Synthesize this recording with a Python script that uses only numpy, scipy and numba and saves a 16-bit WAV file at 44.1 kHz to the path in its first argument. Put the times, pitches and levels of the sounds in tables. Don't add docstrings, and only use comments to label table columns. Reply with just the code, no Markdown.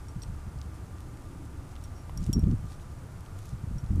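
import sys
import numpy as np
from scipy import signal
from scipy.fft import rfft, irfft
from scipy.io import wavfile
from scipy.ndimage import uniform_filter1d
from numba import njit

SR = 44100
rng = np.random.default_rng(int(sys.argv[2]) if len(sys.argv) > 2 else 0)


def int16_out(signal):
    q = np.round(np.clip(np.atleast_2d(signal).T, -1, 1) * 32767)
    wavfile.write(sys.argv[1], SR, q.astype(np.int16))


N = 176400

# frequency in Hz, relative level in dB, t60 in seconds.
RING_FACE_MODES = [(3350, -9, .011), (5604, 0, .072), (7585, -13.5, .052), (11150, -21, .05),
                   (12480, -22.5, .055)]


def undb(db):
    return 10 ** (np.asarray(db) / 20)


def unit(x):
    return x / np.sqrt(np.mean(x ** 2) + 1e-20)


def add(out, start, sound):
    i = int(start * SR)
    out[i:i + len(sound)] += sound[:max(N - i, 0)]


def fade(t, t60):
    return np.exp(-np.log(1000) * t / t60)


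def swell(start, length):
    return np.sin(np.pi * np.clip((np.arange(N) / SR - start) / length, 0, 1))


def walk(per_s):
    hold = int(SR / per_s)
    steps = np.repeat(rng.standard_normal(N // hold + 1), hold)
    return unit(uniform_filter1d(steps, hold)[:N])


def band(x, hz, octaves):
    edges = [min(hz / 2 ** octaves, SR / 3), min(hz * 2 ** octaves, SR * .45)]
    return signal.sosfilt(signal.butter(2, edges, "band", fs=SR, output="sos"), x)


@njit
def lowpass(x, hz, damping):
    y, band_state, low_state = np.empty(len(x)), 0., 0.
    for i in range(len(x)):
        g = np.tan(np.pi * hz[i] / SR)
        mid = (band_state + g * (x[i] - low_state)) / (1 + g * (g + damping))
        y[i] = low_state + g * mid
        band_state, low_state = 2 * mid - band_state, 2 * y[i] - low_state
    return y


def noise(gain):
    hz = np.arange(N // 2 + 1) * SR / N + 1e-6
    return unit(irfft(rfft(rng.standard_normal(N)) * gain(hz), N))


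def resonance(hz, width_hz):
    return noise(lambda f: 1 / (1 + ((f - hz) / width_hz * 2) ** 2))


def open_air():
    # frequency in Hz, relative spectral density in dB.
    spectrum = [(12, -40), (20, 3), (45, -7), (76, 1.5), (92, 0.5), (173, -9), (200, -15), (293, -18.5),
                (387, -21.5), (520, -24), (912, -24.5), (1080, -27.5), (1300, -26.5), (1770, -33),
                (2900, -39.5), (3900, -42), (8300, -40.5), (10300, -42.5), (11800, -47.5), (14900, -50)]
    hz, db = np.array(spectrum).T
    return undb(-42) * noise(lambda f: undb(np.interp(np.log(f), np.log(hz), db)))


def far_drone():
    # centre in Hz, width in Hz, rms level in dB.
    steady_bands = [(70.6, 9, -49), (1187, 34, -66.5), (1407, 16, -73.5)]
    # time in seconds, gain of the drone's lower body in dB.
    body_swell = [(0, -0.5), (.8, 0.5), (1.3, 8), (1.9, 1.5), (3.2, -5)]
    hum = sum(undb(db) * resonance(hz, width_hz) for hz, width_hz, db in steady_bands)
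    body = unit(band(rng.standard_normal(N), hz=296.3, octaves=.22))
    body_db = -60.5 + np.interp(np.arange(N) / SR, *np.array(body_swell).T)
    return hum + undb(body_db) * body


def sand_grains(per_s):
    hits = rng.random(N) < per_s / SR
    size_db = 3.5 * np.minimum(rng.exponential(size=N), np.pi)
    impulses = hits * undb(size_db) * rng.choice([-1, 1], N)
    return unit(band(impulses, hz=4900, octaves=.97))


def click(hz, octaves, t60):
    t = np.arange(SR // 20) / SR
    force = rng.standard_normal(len(t)) * (fade(t, t60) + undb(-23) * fade(t, t60=.056))
    force[0] += undb(15)
    dulling = signal.butter(2, 12000, fs=SR, output="sos")
    crack = signal.sosfilt(dulling, band(force, hz, octaves))
    return crack / np.abs(crack).max()


def ring_clinks():
    # start in seconds, drive of the face modes in dB, drive of the rim modes in dB,
    # click peak in dB, click centre in Hz, pitch shift in cents.
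    clinks = [(.0848, -51.5, -53, -43, 7000, 3), (0.22, -43.5, -47, -52, 8000, 13),
              (.2275, -73, -43, -40, 9500, 10), (1.839, -50.5, -49, -39, 10000, 11),
              (2.175, -43.5, -70, -32, 9000, 6), (2.178, -85, -72, -37, 9500, 3.5),
              (2.3300, -35, -59, -21.5, 9500, 8), (2.3343, -31, -76, -26, 8500, -2),
              (2.394, -47.5, -67, -35, 9500, -2.5), (2.745, -61, -76, -56, 8000, 5),
              (3.7835, -48, -70, -47, 7000, 7)]
    # frequency in Hz, relative level in dB, t60 in seconds.
    rim_modes = [(8295, -6.5, 0.07), (11130, -21, .05), (14300, -20, .035)]
    out, t, pitch = np.zeros(N), np.arange(SR // 6) / SR, np.ones(N)
    for start, _, _, click_db, click_hz, cents in clinks:
        add(out, start, undb(click_db) * click(click_hz, octaves=.6, t60=.0078))
        pitch[int(start * SR):] = 2 ** (cents / 1200)
    starts, face_db, rim_db = np.array(clinks).T[:3]
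    for modes, drives_db in ((RING_FACE_MODES, face_db), (rim_modes, rim_db)):
        for hz, mode_db, t60 in modes:
            envelope = np.zeros(N)
            for start, drive_db in zip(starts, drives_db):
                add(envelope, start, undb(drive_db + mode_db) * fade(t, t60))
            cycles = np.cumsum(hz * pitch) / SR + rng.random()
            out += uniform_filter1d(envelope, size=24) * np.sin(2 * np.pi * cycles)
    return out


def wind():
    # time in seconds, relative level in dB.
    gusts = [
        [(.14, -56), (.167, -30), (.195, -49), (.27, -38), (.315, -35.5), (.41, -53), (.48, -32), (.52, -63),
         (.56, -34.5), (.62, -58), (.655, -37), (.76, -56)],
        [(2.14, -39), (2.175, -34.5), (2.232, -28.5), (2.252, -40.5), (2.298, -21.5), (2.322, -34),
         (2.345, -24), (2.39, -21), (2.415, -32.5), (2.437, -18), (2.458, -29.5), (2.473, -18.5), (2.503, -26),
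         (2.526, -21), (2.58, -35.5), (2.625, -39), (2.65, -31.5), (2.69, -46)],
        [(3.505, -59), (3.53, -29), (3.58, -46.5), (3.62, -50), (3.64, -28.5), (3.658, -50), (3.675, -30),
         (3.693, -39.5), (3.712, -28), (3.735, -37), (3.767, -29.5), (3.815, -50), (3.84, -28), (3.882, -45),
         (3.908, -22), (3.93, -28), (3.955, -25), (4, -23)],
    ]
    gust_fade_s, strong_db, eddy_db, octaves_per_db = .05, -25, 3, .042
    t, strength = np.arange(N) / SR, np.zeros(N)
    for gust in gusts:
        times, db = np.array(gust).T
        outside_s = np.maximum(np.maximum(times[0] - t, t - times[-1]), 0)
        strength += undb(np.interp(t, times, db)) * np.exp(-outside_s / gust_fade_s)
    excess_db = np.maximum(20 * np.log10(strength + 1e-9) - strong_db, -20)
    edge_hz = 178 * 2 ** (octaves_per_db * excess_db)
    buffet = rng.standard_normal(N) * undb(eddy_db * walk(per_s=86))
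    for hz, damping in ((edge_hz, 2.), (edge_hz, np.sqrt(2)), (2 * edge_hz, np.sqrt(2))):
        buffet = lowpass(buffet, hz, damping)
    buffet = signal.sosfilt(signal.butter(1, 57.3, "high", fs=SR, output="sos"), buffet)
    running_rms = np.sqrt(uniform_filter1d(uniform_filter1d(buffet ** 2, size=1000), size=700))
    return undb(.5) * strength * buffet / running_rms


def pebble_ticks():
    # start in seconds, peak level in dB, centre in Hz, half-width in octaves.
    ticks = [(0.219, -45, 4630, 0.15), (0.234, -33.5, 4350, 0.79), (0.2352, -36, 4560, 0.54),
             (0.5877, -46.5, 5300, 0.35), (0.6152, -34.5, 4340, 0.54), (0.984, -44.5, 3800, 0.89),
             (1.006, -37, 8000, 1.6), (1.173, -45, 4200, 1.1), (1.454, -43.5, 9000, .9),
             (1.7554, -41, 2900, 0.65), (1.7639, -43, 2900, 0.45), (2.1755, -34.5, 5750, 0.14),
             (2.206, -53, 8500, .7), (2.2197, -46.5, 7000, .9), (2.2303, -42, 5500, 0.4),
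             (2.2394, -40, 5400, 1.4), (2.242, -36, 6000, 0.34), (2.265, -34.5, 8000, 1.9),
             (2.2745, -55, 5500, 0.76), (2.3293, -38.5, 3280, 0.14), (2.4393, -41, 2900, 0.92),
             (2.513, -40, 4400, 0.86), (2.6554, -45.5, 6500, 1.6), (2.7213, -44, 4170, 0.75),
             (2.7307, -45, 3600, .9), (2.741, -47, 3480, 0.41), (2.797, -49, 2880, 0.23),
             (3.2077, -43, 8000, .8), (3.262, -45.5, 3000, 0.64), (3.3904, -38.5, 6000, 1.5),
             (3.456, -40, 7000, 1.7), (3.4927, -38.5, 6400, 0.54), (3.863, -47, 4500, 0.44),
             (3.9592, -40.5, 8160, 0.69)]
    out = np.zeros(N)
    for start, db, hz, octaves in ticks:
        add(out, start, undb(db) * click(hz, octaves, t60=.0064))
    return out


def grit_scrapes():
    # start in seconds, length in seconds, rms level at the crest in dB.
    scrapes = [(.72, 0.071, -66), (1.67, 0.076, -64.5), (1.817, 0.047, -59.5), (2.183, 0.13, -61),
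               (2.656, .11, -61.5), (2.785, 0.081, -66), (3.32, 0.24, -62.5)]
    grit = sand_grains(per_s=890)
    return sum(undb(db) * grit * swell(start, length) for start, length, db in scrapes)


def ring_rub():
    mode_hz = RING_FACE_MODES[1][0]
    return undb(-65) * swell(start=1.935, length=.093) * resonance(mode_hz, width_hz=180)


def stone_knock():
    # frequency in Hz, relative level in dB, t60 in seconds.
    stone_modes = [(810, -6, 0.011), (1010, 2.5, 0.014), (2030, -8, .008), (2840, -7.5, 0.008),
                   (12500, -9, 0.0033)]
    start_s, level_db = 2.0955, -38.5
    out, t = np.zeros(N), np.arange(SR // 20) / SR
    for hz, db, t60 in stone_modes:
        add(out, start_s, undb(level_db + db) * fade(t, t60) * np.sin(2 * np.pi * hz * t))
    return out


def scene():
    stray_sand = undb(-78.5) * sand_grains(per_s=25)
    ground = stray_sand + grit_scrapes() + pebble_ticks() + stone_knock()
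    return (ground + ring_clinks() + ring_rub() + wind() + open_air() + far_drone())[None]


def record(dry):
    top_hz = 14950
    return signal.sosfilt(signal.ellip(10, .2, 70, top_hz, fs=SR, output="sos"), dry)


dry = scene()
out = record(dry)
int16_out(out)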